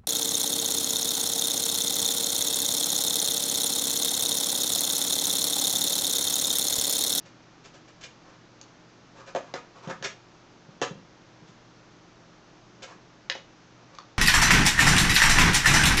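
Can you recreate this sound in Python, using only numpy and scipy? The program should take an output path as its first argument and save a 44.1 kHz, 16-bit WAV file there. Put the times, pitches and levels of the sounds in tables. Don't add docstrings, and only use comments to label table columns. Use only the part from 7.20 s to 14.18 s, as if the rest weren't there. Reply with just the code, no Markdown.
import sys
import numpy as np
from scipy import signal
from scipy.fft import rfft, irfft, next_fast_len
from scipy.io import wavfile

SR = 44100
rng = np.random.default_rng(int(sys.argv[2]) if len(sys.argv) > 2 else 0)


def output_pcm(signal):
    pcm = np.clip(np.atleast_2d(signal).T, -1, 1) * 32767
    wavfile.write(sys.argv[1], SR, np.round(pcm).astype(np.int16))


N = 307818
TIME = np.arange(N) / SR
EVENT_TIME = TIME[:SR // 2]


def from_db(db):
    return 10 ** (np.asarray(db) / 20)


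def unit_energy(x):
    return x / np.sqrt(np.sum(x ** 2) + 1e-20)


def at_hz(points, hz):
    known_hz, values = np.transpose(points)
    return np.interp(np.log(np.maximum(hz, 1)), np.log(known_hz), values)


def colour(x, spectrum):
    size = 2 * next_fast_len(len(x))
    gain = from_db(at_hz(spectrum, np.fft.rfftfreq(size, 1 / SR)))
    cepstrum = irfft(np.log(gain))
    cepstrum[1:size // 2] *= 2
    cepstrum[size // 2 + 1:] = 0
    return irfft(rfft(x, size) * np.exp(rfft(cepstrum)))[:len(x)]


def low_pass(x, hz, order=2):
    return signal.sosfilt(signal.butter(order, min(hz, SR / 3), fs=SR, output="sos"), x + 1e-18)


def resonate(x, hz, width_hz):
    radius = np.exp(-np.pi * width_hz / SR)
    feedback = [1, -2 * radius * np.cos(2 * np.pi * hz / SR), radius ** 2]
    return signal.lfilter(np.array([1, 0, -1]) * (1 - radius ** 2) / 2, feedback, x + 1e-18)


def add(track, start_s, sound):
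    start = max(int(start_s * SR), 0)
    track[start:start + len(sound)] += sound[:N - start]


def paw_blows(panel_q=14, damping_hz=42, crunch_db=7.5, panel_db=-0.75):
    # start_s, level_db, panel_hz, claw_db (relative to the level)
    blows = [(2.15, -0.5, 605, -12), (2.16, -2.5, 686, -5.5), (2.1687, -7.5, 726, -14.5),
             (2.339, -3, 527, -9.5), (2.675, -12.5, 496, -5), (2.686, -11.5, 520, -15),
             (2.711, -13.5, 1780, -7), (2.826, -12, 1770, 5), (2.846, -11, 2160, 9.5),
             (3.616, 3, 434, -3.5), (3.623, 0, 494, 0.5), (3.632, -6, 1230, 4.5), (6.152, -13, 830, -1)]
    # frequency_hz, level_db
    claw_spectrum = [(200, -28.5), (900, -14.5), (1600, -4.5), (2800, -2), (4300, -7), (5400, -9),
                     (6500, -2.5), (7500, -9.5), (9000, -6.5)]
    contact_hz, crunch_s, doubling_db = 870, 0.006, 16.5
    out, click = np.zeros(N), signal.unit_impulse(len(EVENT_TIME))
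    for start_s, level_db, panel_hz, claw_db in blows:
        grip = 2 ** (claw_db / doubling_db)
        thud = unit_energy(box(low_pass(click, contact_hz * grip, order=1), damping=1.06))
        panel = unit_energy(resonate(click, panel_hz, damping_hz + panel_hz / panel_q))
        crunch = fibre_clicks(per_s=4300, spread_db=2.5) * np.exp(-EVENT_TIME / (crunch_s * grip))
        crack = unit_energy(colour(click + from_db(crunch_db) * unit_energy(crunch), claw_spectrum))
        blow = thud + from_db(panel_db) * panel + from_db(claw_db) * crack
        add(out, start_s, from_db(level_db) * blow)
    return out


def rim_snaps(click_q=0.75, edge_q=9, fibre_hz=5700, tear_s=0.0028, knock_db=-13):
    # start_s, level_db, edge_hz, ring_db (relative to the level)
    snaps = [(1.414, -18.5, 6560, 2), (2.34, -11, 2050, 0.5), (6.099, 1, 1810, -2.5),
             (6.1011, -8.5, 2990, 6), (6.751, -23.5, 1200, -7), (6.7863, -17, 1140, 6.5)]
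    out, click = np.zeros(N), signal.unit_impulse(len(EVENT_TIME))
    knock = unit_energy(box(low_pass(click, hz=1170, order=1), damping=0.53))
    for start_s, level_db, edge_hz, ring_db in snaps:
        click_hz = 3850 * 2 ** (-level_db / 53)
        tear = unit_energy(fibre_clicks(per_s=2800, spread_db=0) * np.exp(-EVENT_TIME / tear_s))
        force = low_pass(click + tear, fibre_hz, order=3)
        crack = unit_energy(resonate(force, click_hz, click_hz / click_q))
        ring = unit_energy(resonate(click, edge_hz, edge_hz / edge_q))
        snap = crack + from_db(ring_db) * ring + from_db(knock_db) * knock
        add(out, start_s, from_db(level_db) * snap)
    return out


def claw_scratches():
    # start_s, length_s, rasp_db, body_db (relative to the rasp)
    scratches = [(0.052, 0.021, -50.5, -3), (0.439, 0.029, -46, -9), (0.535, 0.03, -51, -2),
                 (.676, 0.019, -52, -4.5), (0.808, 0.017, -45, -17), (0.828, 0.025, -38, -12),
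                 (2.06, 0.042, -48.5, 1), (2.341, 0.044, -46, 5), (2.69, 0.026, -40.5, 6.5),
                 (2.835, 0.033, -29.5, -7.5), (4.268, 0.04, -56, -12), (5.62, 0.028, -38, -6.5)]
    out = np.zeros(N)
    for start_s, length_s, rasp_db, body_db in scratches:
        add(out, start_s, scrape(length_s, rasp_db, rasp_db + body_db))
    return out


def floor_thumps(floor_hz=160, contact_hz=190, body_db=-9):
    # start_s, level_db
    thumps = [(2.673, -6), (2.812, -17), (3.488, -18), (3.71, -7.5), (3.754, -18), (3.775, -22),
              (4.222, -22.5), (4.289, -23)]
    out, click = np.zeros(N), signal.unit_impulse(len(EVENT_TIME))
    push = resonate(click, floor_hz, width_hz=170)
    boom = unit_energy(resonate(push, floor_hz, width_hz=40))
    body = unit_energy(box(low_pass(click, contact_hz, order=1), damping=0.97))
    for start_s, level_db in thumps:
        add(out, start_s, from_db(level_db) * (boom + from_db(body_db) * body))
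    return out


def paw_swipes(wall_hz=1065, wall_q=2.4):
    # start_s, length_s, level_db
    swipes = [(1.036, .12, -61), (1.946, .085, -54.5), (1.995, 0.019, -54), (2.218, 0.1, -58.5),
              (2.539, 0.075, -55.5), (2.623, 0.046, -50), (5.67, 0.069, -53.5), (6.577, 0.074, -65),
              (6.715, .05, -61)]
    out, width_hz = np.zeros(N), wall_hz / wall_q
    for start_s, length_s, level_db in swipes:
        friction = fibre_clicks(per_s=7700, spread_db=2) * pressure(length_s)
        wall = resonate(resonate(friction, wall_hz, width_hz), wall_hz, width_hz)
        rub = np.sqrt(length_s * SR) * unit_energy(wall)
        claws = scrape(length_s, rasp_db=-2, body_db=-1)
        add(out, start_s, from_db(level_db) * (rub + claws))
    return out


def scrape(length_s, rasp_db, body_db):
    # frequency_hz, level_db
    rasp_spectrum = [(200, -14.5), (900, -12), (1600, -8), (2600, -4), (4300, -8), (6500, -8), (7500, -7.5),
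                     (9000, -9.5)]
    slips = fibre_clicks(per_s=3000, spread_db=3.0) * pressure(length_s)
    body = unit_energy(box(slips, damping=1.64))
    rasp = unit_energy(colour(slips, rasp_spectrum))
    return (from_db(body_db) * body + from_db(rasp_db) * rasp) * np.sqrt(length_s * SR)


def fibre_clicks(per_s, spread_db):
    count = len(EVENT_TIME)
    sizes = from_db(spread_db * np.minimum(rng.exponential(1, count), 4))
    return (rng.random(count) < per_s / SR) * sizes * rng.choice([-1, 1], count)


def pressure(length_s):
    return np.sin(np.pi * np.minimum(EVENT_TIME / length_s, 1)).clip(0) ** 0.63


def box(force, damping):
    # pitch_hz, width_hz (at damping 1), level_db
    modes = [(144, 22, -8), (268, 53, -8.5), (372, 22, 2), (525, 61, 5.5), (742, 51, -0.5), (944, 74, -0.5),
             (1085, 53, -3.5), (1240, 78, -0.5), (1755, 150, -5), (1990, 68, -7), (2500, 49, -11),
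             (3040, 73, -20)]
    return sum((-1) ** k * from_db(level_db) * resonate(force, pitch_hz, damping * width_hz)
               for k, (pitch_hz, width_hz, level_db) in enumerate(modes))


def room(x, tail_db, echo_db, build_s=0.0011):
    # delay_s, level_db (relative to echo_db)
    echoes = [(.0026, -10), (.0058, -15), (.0078, -11.5), (0.0146, -11.5), (0.0166, -9), (0.0177, -18.5),
              (0.0246, -11)]
    # frequency_hz, t60_s
    tail_decay = [(150, 0.4), (550, 0.25), (1300, 0.2), (3000, 0.32), (7000, 0.23)]
    # frequency_hz, level_db (relative to tail_db)
    tail_spectrum = [(150, -11), (350, -4), (700, -4.5), (1300, 5.5), (3000, -3), (7000, -2)]
    response = signal.unit_impulse(len(EVENT_TIME))
    for delay_s, level_db in echoes:
        response[int(delay_s * SR)] += from_db(level_db + echo_db)
    edges_hz = np.geomspace(70, 11000, num=19)
    swell = 1 - np.exp(-EVENT_TIME / build_s)
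    for low, high in zip(edges_hz, edges_hz[1:]):
        hz = np.sqrt(low * high)
        band = signal.butter(3, [low, high], "band", fs=SR, output="sos")
        noise = signal.sosfilt(band, rng.standard_normal(SR))[-len(EVENT_TIME):]
        decay = np.exp(-np.log(1000) * EVENT_TIME / at_hz(tail_decay, hz))
        gain = from_db(tail_db + at_hz(tail_spectrum, hz)) * np.sqrt(2 * (high - low) / SR)
        response += gain * unit_energy(noise * swell * decay)
    return signal.fftconvolve(x, even_out(response))[:N]


def even_out(response):
    power, hz = np.abs(rfft(response)) ** 2, np.fft.rfftfreq(len(response), 1 / SR)
    gains = [(centre, -10 * np.log10(power[np.abs(hz - centre) < 10 + centre / 10].mean()))
             for centre in np.geomspace(60, 12000, num=46)]
    return colour(response, gains)


def room_tone(air_db=-54.5, waver=0.19, waver_hz=4.6):
    # frequency_hz, relative_db
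    air_spectrum = [(20, -14), (35, -3), (55, -11), (110, -5), (170, -1), (230, -2), (340, -3.5),
                    (420, -5.5), (1300, -9), (2200, -15), (3800, -18), (6300, -19), (7400, -24),
                    (9000, -26)]
    # pitch_hz, level_db
    hum_tones = [(120, -64.5), (167, -66.5), (311, -67), (353, -70)]
    out = from_db(air_db) * np.sqrt(N) * unit_energy(colour(rng.standard_normal(N), air_spectrum))
    for pitch_hz, level_db in hum_tones:
        swell, sway = np.sqrt(2 * N) * unit_energy(low_pass(rng.standard_normal((2, N)), waver_hz))
        tone = np.sqrt(2) * np.sin(2 * np.pi * pitch_hz * TIME + waver * sway)
        out += from_db(level_db) * (1 + waver * swell) * tone
    return out


def scene(rim_db=-2.0):
    play = paw_blows() + floor_thumps() + claw_scratches() + paw_swipes()
    walls = room(play, tail_db=0.5, echo_db=-1.0)
    rim = from_db(rim_db) * room(rim_snaps(), tail_db=-2.0, echo_db=-4.0)
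    return (walls + rim + room_tone())[None]


def record(dry, rolloff_hz=7300, cutoff_hz=9050):
    rolloff = signal.firwin(numtaps=45, cutoff=rolloff_hz, fs=SR)
    cut = signal.firwin(numtaps=401, cutoff=cutoff_hz, fs=SR)
    return signal.fftconvolve(dry, np.convolve(rolloff, cut)[None], mode="same")


dry = scene()
out = record(dry)
output_pcm(out)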